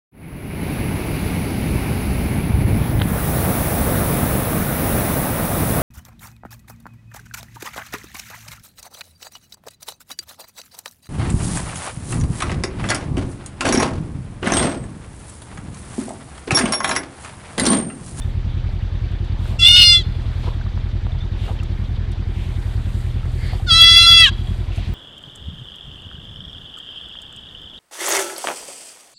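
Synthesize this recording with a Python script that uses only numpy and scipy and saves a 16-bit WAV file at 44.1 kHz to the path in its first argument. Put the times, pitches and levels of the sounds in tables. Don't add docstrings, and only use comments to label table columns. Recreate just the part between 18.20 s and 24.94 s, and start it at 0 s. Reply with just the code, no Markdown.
import sys
import numpy as np
from scipy import signal
from scipy.io import wavfile
from scipy.ndimage import uniform_filter1d

SR = 44100
rng = np.random.default_rng(int(sys.argv[2]) if len(sys.argv) > 2 else 0)


def generate_wav(signal):
    frames = np.transpose(np.atleast_2d(signal))
    scaled = np.clip(frames, -1, 1) * 32767
    pcm = np.round(scaled).astype(np.int16)
    wavfile.write(sys.argv[1], SR, pcm)


def amplitude_ratio(level_db):
    exponent = np.asarray(level_db, float) / 20
    return 10 ** exponent


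N = 297234


def at_times(rows):
    s, *columns = np.transpose(rows)
    return [np.interp(np.arange(N) / SR, s, column) for column in columns]


def band(x, low_hz, high_hz):
    return signal.sosfilt(signal.butter(2, [low_hz, high_hz], "band", fs=SR, output="sos"), x)


def unit(x):
    return x / np.sqrt(np.mean(x ** 2) + 1e-20)


def drift(rate):
    r = np.exp(-40 * np.pi * rate / SR)
    slow = signal.lfilter([1], [1, -2 * r, r * r], rng.standard_normal(N // 20 + 3002))[3000:]
    return np.interp(np.arange(N) / 20, np.arange(len(slow)), unit(slow))


def ring(clicks, hz, t60):
    r, w = amplitude_ratio(-60 / (t60 * SR)), 2 * np.pi * hz / SR
    return signal.lfilter([0, np.sin(w)], [1, -2 * r * np.cos(w), r * r], clicks + 1e-18)


def bump(start, length):
    return np.sin(np.pi * np.clip((np.arange(N) / SR - start) / length, 0, 1)) ** 2


def trees(x):
    t = np.arange(int(.6 * SR)) / SR
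    tail = band(rng.standard_normal(len(t)), 3000, 4600)
    tail = tail * amplitude_ratio(-60 * t / 0.8) * np.clip(t / .02, 0, 1)
    tail = tail / np.sqrt(np.sum(tail ** 2))
    return signal.fftconvolve(x, tail)[:N] * (1 + .25 * drift(60))


# frequency in Hz, level in dB.
WATER_COLOUR = [(240, -30), (400, -9), (490, -6.5), (676, -5.5), (782, -1.5), (987, -14.5), (1080, -8.5),
                (1570, -9.5), (1930, -9), (2660, -13), (3610, -11), (6750, -33), (13000, -49)]


def river():
    hz, db = np.transpose(WATER_COLOUR)
    edges = 380 * 2 ** np.arange(0, 5.5, 1 / 3)
    white = rng.standard_normal((2, N))
    out, swell = 0, drift(0.87)
    for k, (low, high) in enumerate(zip(edges, edges[1:])):
        colour_db = np.interp(np.log(low * high) / 2, np.log(hz), db)
        flicker_db = .5 * swell + 2.14 * drift(34)
        out = out + amplitude_ratio(colour_db + flicker_db) * band(white[k % 2], low, high)
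    return amplitude_ratio(-44) * unit(out)


# start in seconds, peak in dB, note in Hz, t60 in seconds.
DRIPS = [(0.0194, -32.5, 3550, 0.068), (0.5095, -38, 1670, 0.03), (0.8753, -40, 1540, 0.045),
         (2.412, -29, 1560, 0.027), (2.464, -30, 1170, 0.027), (2.9198, -29.5, 3540, 0.018),
         (3.0056, -34.5, 3530, 0.13), (3.3892, -31, 3120, 0.03), (3.4, -27.5, 2710, 0.025),
         (5.03, -36, 1300, 0.057), (6.2714, -29, 3280, 0.034), (6.5194, -29, 2690, 0.022),
         (6.576, -30, 2590, 0.029)]
# start in seconds, peak in dB, note in Hz, t60 in seconds.
GULPS = [(0.489, -32, 600, 0.033), (2.904, -33.5, 684, 0.057), (2.982, -45, 641, 0.05),
         (3.427, -34.5, 1230, 0.046), (5.333, -22.5, 715, 0.035), (5.398, -28.5, 744, 0.049),
         (6.483, -38, 980, 0.062), (6.507, -35, 676, 0.064), (6.581, -31.5, 650, 0.098)]


def drops(rows, rise):
    out, t = np.zeros(N + SR), np.arange(SR // 8) / SR
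    for s, db, hz, t60 in rows:
        note = np.sin(2 * np.pi * hz * t * (1 + rise * t))
        start = int(s * SR)
        out[start:start + len(t)] += note * amplitude_ratio(db - 60 * t / t60) * np.clip(t / 0.00085, 0, 1)
    return out[:N]


# start in seconds, peak in dB.
PAW_SLAPS = [
    (1.256, -26),
    (2.287, -26),
    (3.266, -36),
    (4.154, -45),
]
# start in seconds, peak in dB.
TWIG_TICKS = [(0.5294, -54), (0.9153, -48), (1.046, -45.5), (3.4321, -36.5), (3.7294, -54), (3.917, -38),
              (5.055, -48), (6.559, -37)]


def snaps(rows, low_hz, high_hz, t60, lift_db):
    out, t = np.zeros(N + SR), np.arange(SR // 20) / SR
    for s, db in rows:
        start = int(s * SR)
        out[start:start + len(t)] += unit(rng.standard_normal(len(t))) * amplitude_ratio(db + lift_db - 60 * t / t60)
    return band(out[:N], low_hz, high_hz)


# middle in seconds, length in seconds, level in dB.
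HISS_SWELLS = [(0.0, .45, -60), (.53, 0.071, -70), (1.29, .28, -56), (1.998, 0.86, -69), (2.253, 0.31, -63),
               (3.273, 0.26, -57), (3.6, 0.41, -71), (4.272, .5, -59), (4.5, 0.41, -58.5), (4.778, 0.51, -55.5),
               (5.306, 0.85, -55), (6.303, 0.6, -59), (6.569, .12, -58), (6.74, 0.38, -61)]


def high_hiss():
    grains = rng.standard_normal(N) * amplitude_ratio(1.0 * drift(120))
    hiss = unit(band(grains, 6700, 10250)) + amplitude_ratio(-4.0) * unit(band(grains, 11200, 14500))
    stirred = sum(amplitude_ratio(db) * bump(s - length / 2, length) for s, length, db in HISS_SWELLS)
    still = amplitude_ratio(-74.5)
    return (still + stirred) * hiss


def rattle(clicks):
    puffs = signal.lfilter([1], [1, -amplitude_ratio(-60 / (.1 * SR))], clicks)
    puffs = uniform_filter1d(puffs, size=200)
    panels = [(156, 205, -35), (339, 377, -46.5)]      # (low Hz, high Hz, dB)
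    noise = sum(amplitude_ratio(db) * unit(band(rng.standard_normal(len(clicks)), low, high)) for low, high, db in panels)
    return puffs * noise


# share of the cycle, level in dB.
FIRINGS = [
    (.398, 1),
    (.624, 2.2),
    (.859, -2.6),
]
# resonance in Hz, level in dB, t60 in seconds, polarity.
EXHAUST = [(31, -19.5, 0.49, 1), (38.9, -15, 0.13, -1), (67.5, -10.5, 0.11, 1), (113.6, -28, 0.55, -1),
           (122.5, -25, 0.34, -1), (181, -28, 0.039, -1), (341, -57, 0.13, 1)]
# time in seconds, cycles ahead of a steady idle.
GOVERNOR = [(0.0, -.066), (.35, -.13), (.6, -.087), (1.2, .003), (2.1, -.003), (2.4, -.028), (3.2, -.03),
            (3.85, .038), (4.35, .04), (5.1, -.04), (5.6, -.08), (5.85, -.043), (6.74, -.065)]
IDLE_PER_S = 10.417


def engine():
    s, ahead = np.transpose(GOVERNOR)
    turns = IDLE_PER_S * s + ahead
    lead = SR // 2
    clicks, cycles = np.zeros(N + lead), np.arange(-5, 71)
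    cover = 0
    for k, (share, db) in enumerate(FIRINGS):
        fired = cycles + share
        early = np.minimum(fired - turns[0], 0) / IDLE_PER_S
        when = np.interp(fired, turns, s) + early + rng.normal(0, 0.0005, len(cycles))
        inside = fired < turns[-1]
        at = (when * SR + lead).astype(int)[inside]
        clicks[at] = amplitude_ratio(db + rng.normal(0, .9, len(cycles)))[inside]
        if k == 1:
            knock = np.zeros(N + lead)
            knock[at] = amplitude_ratio(rng.normal(0, 1.25, len(cycles)))[inside]
            cover = amplitude_ratio(-36) * ring(ring(knock, 345, .07), 350, .05) / 100
    pipe = sum(np.sign(way) * amplitude_ratio(db) * ring(clicks, hz, t60) for hz, db, t60, way in EXHAUST)
    pipe = signal.sosfilt(signal.butter(4, 700, fs=SR, output="sos"), pipe)
    pole = np.exp(-150 / SR)
    pipe = signal.lfilter([1, -2, 1], [1, -2 * pole, pole ** 2], pipe)
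    rumble = amplitude_ratio(-39.0) * unit(band(rng.standard_normal(N), 23, 233))
    return (pipe + cover + rattle(clicks))[lead:] + rumble


# time in seconds, peak in dB.
HAND_KNOCKS = [(2.576, -25), (2.867, -23), (2.235, -29), (5.055, -29), (2.243, -27)]


def knocks():
    clicks = np.zeros(N)
    for s, db in HAND_KNOCKS:
        clicks[int(s * SR)] = amplitude_ratio(db + 27)
    return band(band(clicks, 180, 1300), 180, 1600)


# start in seconds, length in seconds, level in dB.
BUBBLING = [(1.19, 0.31, -41), (2.194, 0.21, -40.5), (2.263, 0.029, -32), (3.185, 0.19, -47),
            (3.235, 0.12, -36.5), (5.28, 0.11, -40.5)]
# start in seconds, length in seconds, level in dB, resonance in Hz, its width in Hz.
BREATHS = [(1.177, 0.23, -46, 3200, 1800), (2.178, 0.16, -43.5, 3350, 1800), (3.158, 0.2, -43, 3160, 1350),
           (4.094, 0.26, -44.5, 2650, 1500), (5.132, 0.31, -45, 4400, 696),
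           (5.145, 0.26, -39.5, 1960, 503), (5.164, 0.22, -46, 3330, 500), (5.295, 0.15, -47, 3320, 900),
           (6.407, 0.41, -43, 2890, 1800)]


def snorts():
    white = rng.standard_normal(N)
    pops = (rng.random(N) < 1200 / SR) * amplitude_ratio(3.0 * rng.exponential(1, N).clip(0, 4))
    dealt = rng.integers(0, 6, N)
    sizes_hz = np.geomspace(450, 1250, 6)
    bubbles = unit(sum(ring(pops * (dealt == k), hz, 12 / hz) for k, hz in enumerate(sizes_hz)))
    out = bubbles * sum(amplitude_ratio(db) * bump(s, length) for s, length, db in BUBBLING)
    for s, length, db, hz, width_hz in BREATHS:
        hiss = unit(band(white, hz - width_hz / 2, hz + width_hz / 2))
        out = out + bump(s, length) * amplitude_ratio(db) * hiss
    return out


# time in seconds,
# throat resonance in Hz, throat over lips in dB, lip resonance in Hz.
AIRWAY_ONE = [(1.394, 2920, 17, 4560), (1.429, 3320, 11.5, 4460), (1.467, 3220, 21.5, 4650),
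              (1.579, 3250, 8.5, 4730), (1.626, 3084, 5, 4559), (1.692, 3170, -5.5, 4568),
              (1.743, 3290, 10, 4650), (1.773, 3630, 13, 4348), (1.812, 3340, 0, 4080)]
AIRWAY_TWO = [(5.483, 3480, 2, 4600), (5.573, 3100, 1, 3990), (5.617, 3220, 8, 4440),
              (5.735, 3370, 0.5, 4360), (5.774, 3200, 7.5, 4520), (5.86, 3160, 3.7, 4100),
              (5.871, 3480, 4.5, 4500), (6.008, 3060, 10.5, 4540), (6.059, 3030, 6.5, 3900)]


def airway(rows, hz, span):
    throat_hz, throat_db, lips_hz = [column[span] for column in at_times(rows)]
    width_hz = 256
    throat, lips = [1 / (1 + ((hz - centre) / width_hz) ** 2) ** 2 for centre in (throat_hz, lips_hz)]
    return 10 * np.log10(amplitude_ratio(throat_db) ** 2 * throat + lips)


# start in seconds, end in seconds,
# period-three wobble from 0 to 1, hoarse breath from 0 to 1.
STRAINS = [
    (1.425, 1.56, .04, .08),
    (1.56, 1.645, .33, .17),
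    (5.595, 5.855, .03, .034),
    (5.885, 6.04, .03, .032),
    (6.04, 6.1, .08, .08),
]


def strain(t):
    on = [.5 * (np.tanh((t - start) / .008) - np.tanh((t - end) / .008)) for start, end, *_ in STRAINS]
    wobble, hoarse = np.array(STRAINS)[:, 2:].T @ on
    ends = .5 * np.exp(-(t - t[0]) / .018) + .15 * np.exp(-(t[-1] - t) / .025)
    return wobble, .004 + hoarse + ends


# time in seconds, pitch in Hz,
# effort in dB, mouth resonance in Hz.
VOICE_ONE = [(1.382, 682, -69, 1870.0), (1.394, 685, -32, 1940), (1.432, 679, -18.5, 2000),
             (1.484, 711.5, -21, 1950.0), (1.578, 722.8, -10, 1790), (1.7, 700.2, -2.5, 2070),
             (1.746, 693.3, -16.5, 1940.0), (1.796, 680.4, -28.5, 1860.0), (1.835, 610, -39, 1916.0)]
VOICE_TWO = [(5.462, 757, -40, 1350), (5.514, 654.4, -11.5, 1340), (5.572, 666.8, -12.5, 1420),
             (5.74, 671.8, -10, 1980), (5.842, 677.5, -11, 1580), (6.0, 671.5, -14, 1670),
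             (6.046, 651.6, -11.5, 2100), (6.082, 527, -22.5, 1720), (6.105, 564, -40, 1660)]
# multiple of the pitch, level against the effort
# in the first cry in dB, in the second cry in dB.
PARTIALS = [(1, -19.5, -24), (2, -18, -7.5), (3, -13.5, -6), (8, -16, -15), (9, -25, -19), (10, -48.5, -24),
            (11, -24, -34.5), (12, -22, -28.5), (13, -25, -20.5), (14, -36, -27), (15, -39, -36),
            (16, -41, -42), (17, -42, -42), (18, -62, -36.5), (19, -56, -50)]
# time in seconds, dip in dB, skip in cycles.
CRACKS = [(1.445, 12, .1), (1.459, 7, -.06), (1.48, 16, .1), (1.497, 5, .05), (1.522, 11, -.08),
          (1.559, 5, .07), (1.575, 4, .06), (1.607, 8, -.06), (5.708, 5, .05), (5.758, 12, .09),
          (5.862, 9, .08), (5.65, 3, .05), (5.81, 4, .05), (5.91, 6, -.07), (5.961, 7, .03),
          (6.028, 6, .04)]
LINGER = (.05, 0.49)


def cry(rows, shape, which):
    first, last = int(rows[0][0] * SR), int(rows[-1][0] * SR)
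    span = slice(first, last)
    muscle = int(.012 * SR)
    pitch, push_db, mouth_hz = [uniform_filter1d(column, size=muscle)[span] for column in at_times(rows)]
    t = np.arange(first, last) / SR
    since, left = t - t[0], t[-1] - t

    strong_db = push_db + airway(shape, np.arange(4, 8)[:, None] * pitch, span)
    effort_db = np.minimum(10 * np.log10(sum(amplitude_ratio(2 * db) for db in strong_db)), -12)
    wobble, hoarse = strain(t)
    hoarse = hoarse * amplitude_ratio(4 * drift(45)[span])
    bright_db = (26, 8)[which] * np.exp(-since / .02)
    closed = 1 - np.clip(np.minimum(since / .07, left / .1), 0, 1) ** .8

    levels = {k: db + 1.2 * drift(35)[span] for k, db in zip(range(4, 8), strong_db)}
    for row in PARTIALS:
        k = round(row[0])
        level = effort_db + row[1 + which] + 2.7 * drift(20)[span]
        if k < 4:
            mouth_db = -10 * np.log10(1 + ((k * pitch - mouth_hz) / 250) ** 2)
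            levels[k] = level - LINGER[which] * (effort_db + 14.5) + 0.5 + mouth_db
        else:
            levels[k] = level + bright_db - 24 * closed
    levels[3] = levels[3] - 15.0 * np.exp(-since / 0.048)

    cycles = np.cumsum(pitch * (1 + .0012 * drift(40)[span])) / SR
    skipped = sum(skip * .5 * np.tanh((t - s) / .0015) for s, db, skip in CRACKS)
    dip_db = sum(-db * np.exp(-((t - s) / .0018) ** 2) for s, db, skip in CRACKS)
    shake = band(rng.standard_normal((2, len(t))), 40, 320)
    cycles = cycles + .1 * hoarse * unit(shake[0]) / 5
    flutter = 1 + .35 * hoarse * unit(shake[1])

    voice = 0
    for k, db in levels.items():
        fuzz = band(rng.standard_normal((2, len(t))), 20, 120)
        cracked = 1 / (1 + ((k - 5.6) / 1.9) ** 4)
        breath = hoarse * (.25 + .9 * cracked + .16 * max(k - 6, 0))
        angle = 2 * np.pi * (k * (cycles + cracked * skipped) + 0.36 * drift(2.36)[span])
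        third = wobble * np.cos(2 * np.pi * (cycles / 3 + rng.random()))
        tone = (1 + third + breath * unit(fuzz[0])) * np.cos(angle)
        tone = tone + breath * unit(fuzz[1]) * np.sin(angle)
        voice = voice + amplitude_ratio(db + cracked * dip_db) * tone
    rush = unit(band(rng.standard_normal(len(t)), 4500, 7500))
    voice = voice + amplitude_ratio(effort_db - 15) * (hoarse + closed ** 2) * rush
    edge = np.clip(np.minimum(since, left) / 0.013, 0, 1)
    out = np.zeros(N)
    out[span] = np.sqrt(2) * voice * flutter * edge
    return out


def scene():
    cry_one = cry(VOICE_ONE, AIRWAY_ONE, which=0)
    cry_two = cry(VOICE_TWO, AIRWAY_TWO, which=1)
    fawn = cry_one + cry_two
    echo = trees(amplitude_ratio(-41) * cry_one + amplitude_ratio(-37) * cry_two)
    water = river() + snorts() + drops(DRIPS, rise=0.31) + drops(GULPS, rise=2.8)
    water = water + snaps(PAW_SLAPS, 300, 1500, .018, lift_db=10) + knocks()
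    bank = high_hiss() + snaps(TWIG_TICKS, 2600, 9000, .035, lift_db=0)
    loudness = np.sqrt(uniform_filter1d(fawn ** 2, size=1500) + 1e-12)
    duck = amplitude_ratio(-15 * np.clip(loudness / .2, 0, 1))
    return (fawn + echo + engine() + duck * (water + bank))[None]


def roll_off(x):
    return signal.sosfilt(signal.butter(12, 15850, fs=SR, output="sos"), x)


def record(dry):
    heard = signal.sosfilt(signal.ellip(10, .5, 70, 13100, fs=SR, output="sos"), dry)
    return roll_off(np.clip(heard, -1, 1))


dry = scene()
out = record(dry)
generate_wav(out)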